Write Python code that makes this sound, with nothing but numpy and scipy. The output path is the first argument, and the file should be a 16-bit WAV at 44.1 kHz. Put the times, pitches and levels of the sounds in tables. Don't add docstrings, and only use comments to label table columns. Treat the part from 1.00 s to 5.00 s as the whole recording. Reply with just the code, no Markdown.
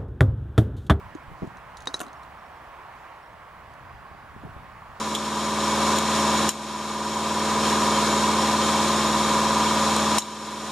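import sys
import numpy as np
from scipy import signal
from scipy.fft import rfft, irfft
from scipy.io import wavfile
from scipy.ndimage import uniform_filter1d

SR = 44100
rng = np.random.default_rng(int(sys.argv[2]) if len(sys.argv) > 2 else 0)


def generate_wav(sig):
    pcm = np.round(np.clip(np.atleast_2d(sig).T, -1, 1) * 32767).astype(np.int16)
    wavfile.write(sys.argv[1], SR, pcm)


N = 176400

# (time [s], body [dB], crack [dB], ring [dB], pitch [Hz], t60 [s])
KNOCKS = [(0.872, -29.5, -39.5, -17.5, 3792, 0.036), (.9420, -31, -37, -14, 3920, 0.027)]
# (frequency [Hz], level [dB], t60 [s])
LOW_PART_MODES = [(4130, -32, 0.053), (4630, -43, .05), (4732, -37, 0.052), (5330, -47, .04),
                  (5990, -25, 0.015), (6250, -37, 0.049), (7780, -35, 0.022), (8900, -46, .03),
                  (10000, -50, .06)]
HIGH_PART_MODES = [(4050, -29, 0.023), (4150, -41, 0.082), (5340, -35, 0.048), (5860, -36, .03),
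                   (6169, -37, 0.086), (6955, -44, .063), (9040, -41, .04), (10100, -49, .06),
                   (10600, -48, .025), (12950, -52, .025)]
# (time [s], body [dB], crack [dB], jingle [dB])
BOUNCES = [(1.0036, -33.5, -39.5, -46), (1.0085, -38, -43, -56), (1.0134, -49, -43.5, -51),
           (1.0150, -35, -40, -51), (1.2345, -66, -76, -69)]
# (frequency [Hz], gain [dB], t60 [s])
JINGLE_MODES = [(2810, 3, 0.047), (6169, -1, .1), (6895, -3, 0.11), (7160, -5, 0.045), (8500, -2, .06),
                (9550, -1, 0.035), (12869, -8, 0.12)]
HOUSING_MODES = [(311, 0, .07), (728.7, -2, 0.13), (1103, -8, 0.042), (1416, 2, 0.023), (1495, -5, 0.027)]
PRESSED_MODES = [(360, -2, 0.036), (657, -0.5, 0.04)]
# (time [s], level [dB], spectral peak [Hz])
TICKS_AND_HISS = [(0.15, -56.5, 6600), (.472, -62.5, 7000), (0.571, -59.5, 5860), (0.7706, -47.5, 6700),
                  (0.805, -53, 6440), (0.822, -54, 6100), (.857, -51, 7060), (0.9394, -47, 6660),
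                  (0.9648, -50, 6200), (0.9937, -44.5, 7060), (1.033, -53, 6300), (1.066, -55.5, 8900),
                  (1.082, -56, 4050), (1.1307, -57.5, 6140), (1.233, -58.5, 3860), (2.738, -65, 5900)]
# (time [s], level [dB], pitch [Hz], t60 [s], scuff [dB])
BUMPS = [(0.055, -36, 90, 0.12, -60), (0.1518, -22.5, 308, 0.039, -48), (0.281, -34.5, 66, 0.055, -57),
         (.314, -36.5, 150, 0.12, -49), (0.4207, -24, 318, 0.04, -33), (.4254, -24.5, 195, 0.052, -42),
         (0.4316, -23, 170, 0.054, -30.5), (0.4425, -33, 235, 0.05, -34), (0.473, -26.5, 145, 0.038, -44),
         (0.555, -41.5, 190, 0.049, -48), (1.067, -41, 277, 0.13, -55), (3.112, -34, 86, 0.059, -50),
         (3.145, -39, 152, 0.04, -50), (3.363, -32.5, 202, 0.036, -45.5), (3.436, -32, 280, 0.043, -46),
         (3.448, -29.5, 161, 0.065, -48), (3.462, -33.5, 125, .045, -45.5), (3.469, -37, 412, 0.039, -54),
         (3.492, -34, 115, 0.036, -49), (3.563, -32, 71.5, 0.048, -45.5)]
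# (centre [s], level [dB], half width [s])
RUSTLES = [(.44, -67, 0.062), (1.99, -69, 0.056), (3.98, -67, .03)]
# (start [s], end [s], level [dB], pitch [Hz])
WHINES = [(2.83, 3.32, -77.5, 4795), (3.64, 4, -80, 6870)]
# (centre [s], level [dB], pitch [Hz])
PIPS = [(1.168, -64, 5530), (1.232, -67, 5530), (1.396, -66, 5530), (1.464, -65, 5530), (2.004, -72, 7520),
        (2.165, -73, 6490), (2.232, -68, 5530), (2.264, -66, 5530), (2.332, -72, 6490), (3.43, -71, 6750)]
# (frequency [Hz], gain [dB])
BODY_COLOUR = [(60, -33), (170, -8), (280, 5), (500, -1.5), (750, -1.5), (1100, 0), (1800, -6), (2400, -20),
               (3200, -32), (6000, -31), (16000, -60)]
CRACK_COLOUR = [(500, -11), (3000, -4), (4300, 2), (6200, 1.5), (8200, -5.5), (10300, -8), (11300, -22),
                (13000, -19), (16000, -36)]
CLATTER_COLOUR = [(500, -27), (2800, 1.5), (4000, -1), (4700, -7.5), (6000, -6), (7300, 2.5), (8250, -3),
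                  (9600, 5.5), (10300, -11.5), (13300, -7), (15500, -33)]
BRIGHT_COLOUR = [(500, -24), (2800, -7), (4000, 8), (5300, -3), (6700, -2), (8000, -3.5), (10000, -3),
                 (11500, -16), (16000, -27)]
SCUFF_COLOUR = [(30, -17), (90, -1), (200, 4), (400, 0), (650, -7.5), (850, -23), (2000, -24), (8000, -60)]
RUSTLE_COLOUR = [(2000, -11), (4300, 9), (7000, 5), (9500, -5), (14000, -18)]
# (frequency [Hz], gain [dB])
TRAFFIC_COLOUR = [(150, -23.5), (250, -15), (436, -13.5), (616, -7.5), (672, -5.5), (1090, -1.5),
                  (1420, -8.5), (1810, -10.5), (3680, -26.5), (5390, -33), (6520, -36), (15000, -42.5),
                  (15800, -38)]
WIND_COLOUR = [(20, -28), (40, -6), (62, 2.5), (85, -4), (125, -2), (200, -9), (300, -15.5), (500, -31.5),
               (1500, -48.5)]
# (time [s], level [dB])
TRAFFIC_LEVEL = [(0, -45), (.35, -46), (.7, -45), (1.2, -44.5), (1.95, -44.5), (2.35, -46), (2.6, -45.5),
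                 (3.2, -46), (4, -45)]
WIND_LEVEL = [(0, -45.5), (.1, -50.5), (.2, -53), (.33, -45), (.39, -52), (.55, -50.5), (.9, -54),
              (1.5, -56), (2.2, -58.5), (2.8, -51.5), (3.25, -54), (3.5, -47), (3.7, -50.5), (4, -51.5)]
# (time [s], left minus right [dB])
CAMERA_TURN = [(0, 0), (1.7, 0.5), (2.8, 0.5), (3.3, 1)]
# (frequency [Hz], coherence [0-1])
AIR_COHERENCE = [(50, .93), (120, .72), (300, .8), (700, .94), (1100, .94), (1500, .85), (2100, .8),
                 (4000, .36), (6500, .3), (11000, .46)]
# (frequency [Hz], left minus right [dB])
AIR_BALANCE = [(300, 0), (750, -2.5), (1500, -4), (3000, -4.5), (4300, -2), (10000, -0.5)]
# (frequency [Hz], left lead [rad])
AIR_LEAD = [(60, -.15), (150, -.43), (750, -.76), (1100, -.7), (1600, -.55), (4000, -.56), (10000, 0)]
NEAR_LEAD = [(40, -.3), (120, -1.05), (250, -1.2), (1300, -.9), (2600, -.3), (3900, .05), (12000, 0)]


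def knocks():
    out = np.zeros((2, N))
    for (s, body_db, crack_db, ring_db, hz, t60), modes in zip(KNOCKS, (LOW_PART_MODES, HIGH_PART_MODES)):
        body = burst(BODY_COLOUR, t60=0.056, scatter_db=-1.5, tail_t60=0.3, tail_db=-5.5, side_db=-8)
        crack = burst(CRACK_COLOUR, t60=0.0071, scatter_db=1, tail_t60=0.19, tail_db=-4.5, side_db=-10)
        add(out, s, amp(body_db) * body)
        add(out, s + 0.000898, amp(crack_db) * crack)
        add(out, s + 0.00025, ring([(hz, ring_db, t60)] + modes, rise_s=0.00066))
    return out


def rattle():
    out = np.zeros((2, N))
    jingle = ring(JINGLE_MODES, rise_s=0.00027)
    housing = ring(HOUSING_MODES, rise_s=0.00073)
    for s, body_db, crack_db, jingle_db in BOUNCES:
        body = burst(BODY_COLOUR, t60=0.024, scatter_db=1.5, tail_t60=0.33, tail_db=-2.5, side_db=-16)
        crack = burst(CLATTER_COLOUR, t60=0.0084, scatter_db=2, tail_t60=0.13, tail_db=-8, side_db=-9)
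        add(out, s, amp(body_db) * body + amp(crack_db) * crack)
        add(out, s, amp(jingle_db) * jingle + amp(body_db + 3.5) * housing)
    return out


def ticks_and_hiss():
    out = np.zeros((2, N))
    for s, db, hz in TICKS_AND_HISS:
        bright = burst(BRIGHT_COLOUR, t60=0.01, scatter_db=6, tail_t60=0.087, tail_db=2, side_db=-19,
                       peak_hz=hz, peak_db=11.5)
        add(out, s, amp(db) * bright)
    return out


def bumps():
    out = np.zeros((2, N))
    housing = ring(PRESSED_MODES, rise_s=0.0014)
    for s, db, hz, t60, scuff_db in BUMPS:
        thump = ring([(hz, db, t60)], rise_s=0.0014)
        scuff = burst(SCUFF_COLOUR, t60=0.027, scatter_db=11, tail_t60=0.16, tail_db=5.5, side_db=-7)
        add(out, s, thump + amp(scuff_db) * housing)
        add(out, s, amp(scuff_db) * scuff)
    return out


def rustles():
    t = np.arange(N) / SR
    swells = sum(amp(db) * np.exp(-0.5 * ((t - s) / width) ** 2) for s, db, width in RUSTLES)
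    return swells * air(RUSTLE_COLOUR, patchy_db=1.5)


def whines(fade_s=0.05):
    out, t = np.zeros(N), np.arange(N) / SR
    for start, end, db, hz in WHINES:
        fade = np.clip(np.minimum(t - start, end - t) / fade_s, 0, 1)
        out += amp(db) * fade * np.sin(2 * np.pi * hz * t)
    return out


def traffic():
    turn = np.sqrt(level(CAMERA_TURN))
    return np.array([turn, 1 / turn]) * level(TRAFFIC_LEVEL) * air(TRAFFIC_COLOUR, patchy_db=0.97)


def wind():
    return level(WIND_LEVEL) * air(WIND_COLOUR, patchy_db=1.0)


def birds(pip_s=0.024):
    out, t = np.zeros((2, N)), np.arange(0, pip_s, 1 / SR)
    arch = np.sin(np.pi * t / pip_s)
    for s, db, hz in PIPS:
        add(out, s - pip_s / 2, amp(db) * arch * np.sin(2 * np.pi * hz * t))
    return out


def ring(modes, rise_s):
    t = np.arange(SR // 3) / SR
    attack = 1 - np.exp(-t / rise_s)
    return attack * sum(amp(db - 60 * t / t60) * np.sin(2 * np.pi * hz * t) for hz, db, t60 in modes)


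def burst(colour, t60, scatter_db, tail_t60, tail_db, side_db, peak_hz=1000, peak_db=0):
    size = 8192
    t, hz = np.arange(size) / SR, abs(np.fft.fftfreq(size, 1 / SR))
    click = unit_rms(1.0 * (t == 0))
    scatter, tail, side_scatter, side_tail = (
        unit_rms(rng.standard_normal(size) * amp(-60 * t / decay_s))
        for decay_s in (t60, tail_t60, t60, tail_t60))
    mid = click + amp(scatter_db) * scatter + amp(tail_db) * tail
    side = amp(side_db + scatter_db) * side_scatter + 0.5 * amp(tail_db) * side_tail
    boost_db = peak_db / (1 + ((hz - peak_hz) / 450) ** 2)
    log_gain = np.log(amp(at_hz(colour, hz) + boost_db))
    response = np.exp(np.conj(signal.hilbert(log_gain)))
    out = np.fft.ifft(np.fft.fft([mid + side, mid - side]) * response).real
    return unit_rms(out) * np.sqrt(0.01 * SR / size)


def air(colour, patchy_db):
    hz = np.fft.rfftfreq(2048, 1 / SR)
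    noise = rng.standard_normal((5, N // 512 + 5, len(hz)))
    left, unrelated = noise[0] + 1j * noise[1], noise[2] + 1j * noise[3]
    patches = uniform_filter1d(noise[4], size=7, axis=0)
    patches = unit_rms(uniform_filter1d(patches, size=20, axis=1))
    coherence = at_hz(AIR_COHERENCE, hz)
    right = coherence * left + np.sqrt(1 - coherence ** 2) * unrelated
    right *= np.exp(-1j * at_hz(AIR_LEAD, hz))
    lean = amp(at_hz(AIR_BALANCE, hz) / 2)
    spectra = np.array([left * lean, right / lean]) * amp(at_hz(colour, hz) + patchy_db * patches)
    _, out = signal.istft(spectra.swapaxes(1, 2), nperseg=2048, noverlap=1536)
    return unit_rms(out[:, :N])


def amp(db):
    return 10 ** (np.asarray(db) / 20)


def unit_rms(x):
    return x / np.sqrt(np.mean(x ** 2) + 1e-20)


def at_hz(points, hz):
    frequency, value = np.transpose(points)
    return np.interp(np.log(hz + 1), np.log(frequency + 1), value)


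def level(curve):
    return amp(np.interp(np.arange(N) / SR, *np.transpose(curve)))


def add(mix, s, sound):
    part = mix[:, max(round(s * SR), 0):][:, :sound.shape[-1]]
    part += sound[..., :part.shape[1]]


def scene():
    near = knocks() + rattle() + ticks_and_hiss() + bumps()
    lead = at_hz(NEAR_LEAD, np.fft.rfftfreq(N, 1 / SR))
    at_ports = irfft(rfft(near) * np.exp(0.5j * np.array([lead, -lead])), N)
    return at_ports + rustles() + whines() + traffic() + wind() + birds()


def record(dry):
    edge_hz = 15900
    lowpass = signal.firwin(511, edge_hz, window=("kaiser", 9), fs=SR)
    return signal.oaconvolve(dry, lowpass[None], "same")


dry = scene()
out = record(dry)
generate_wav(out)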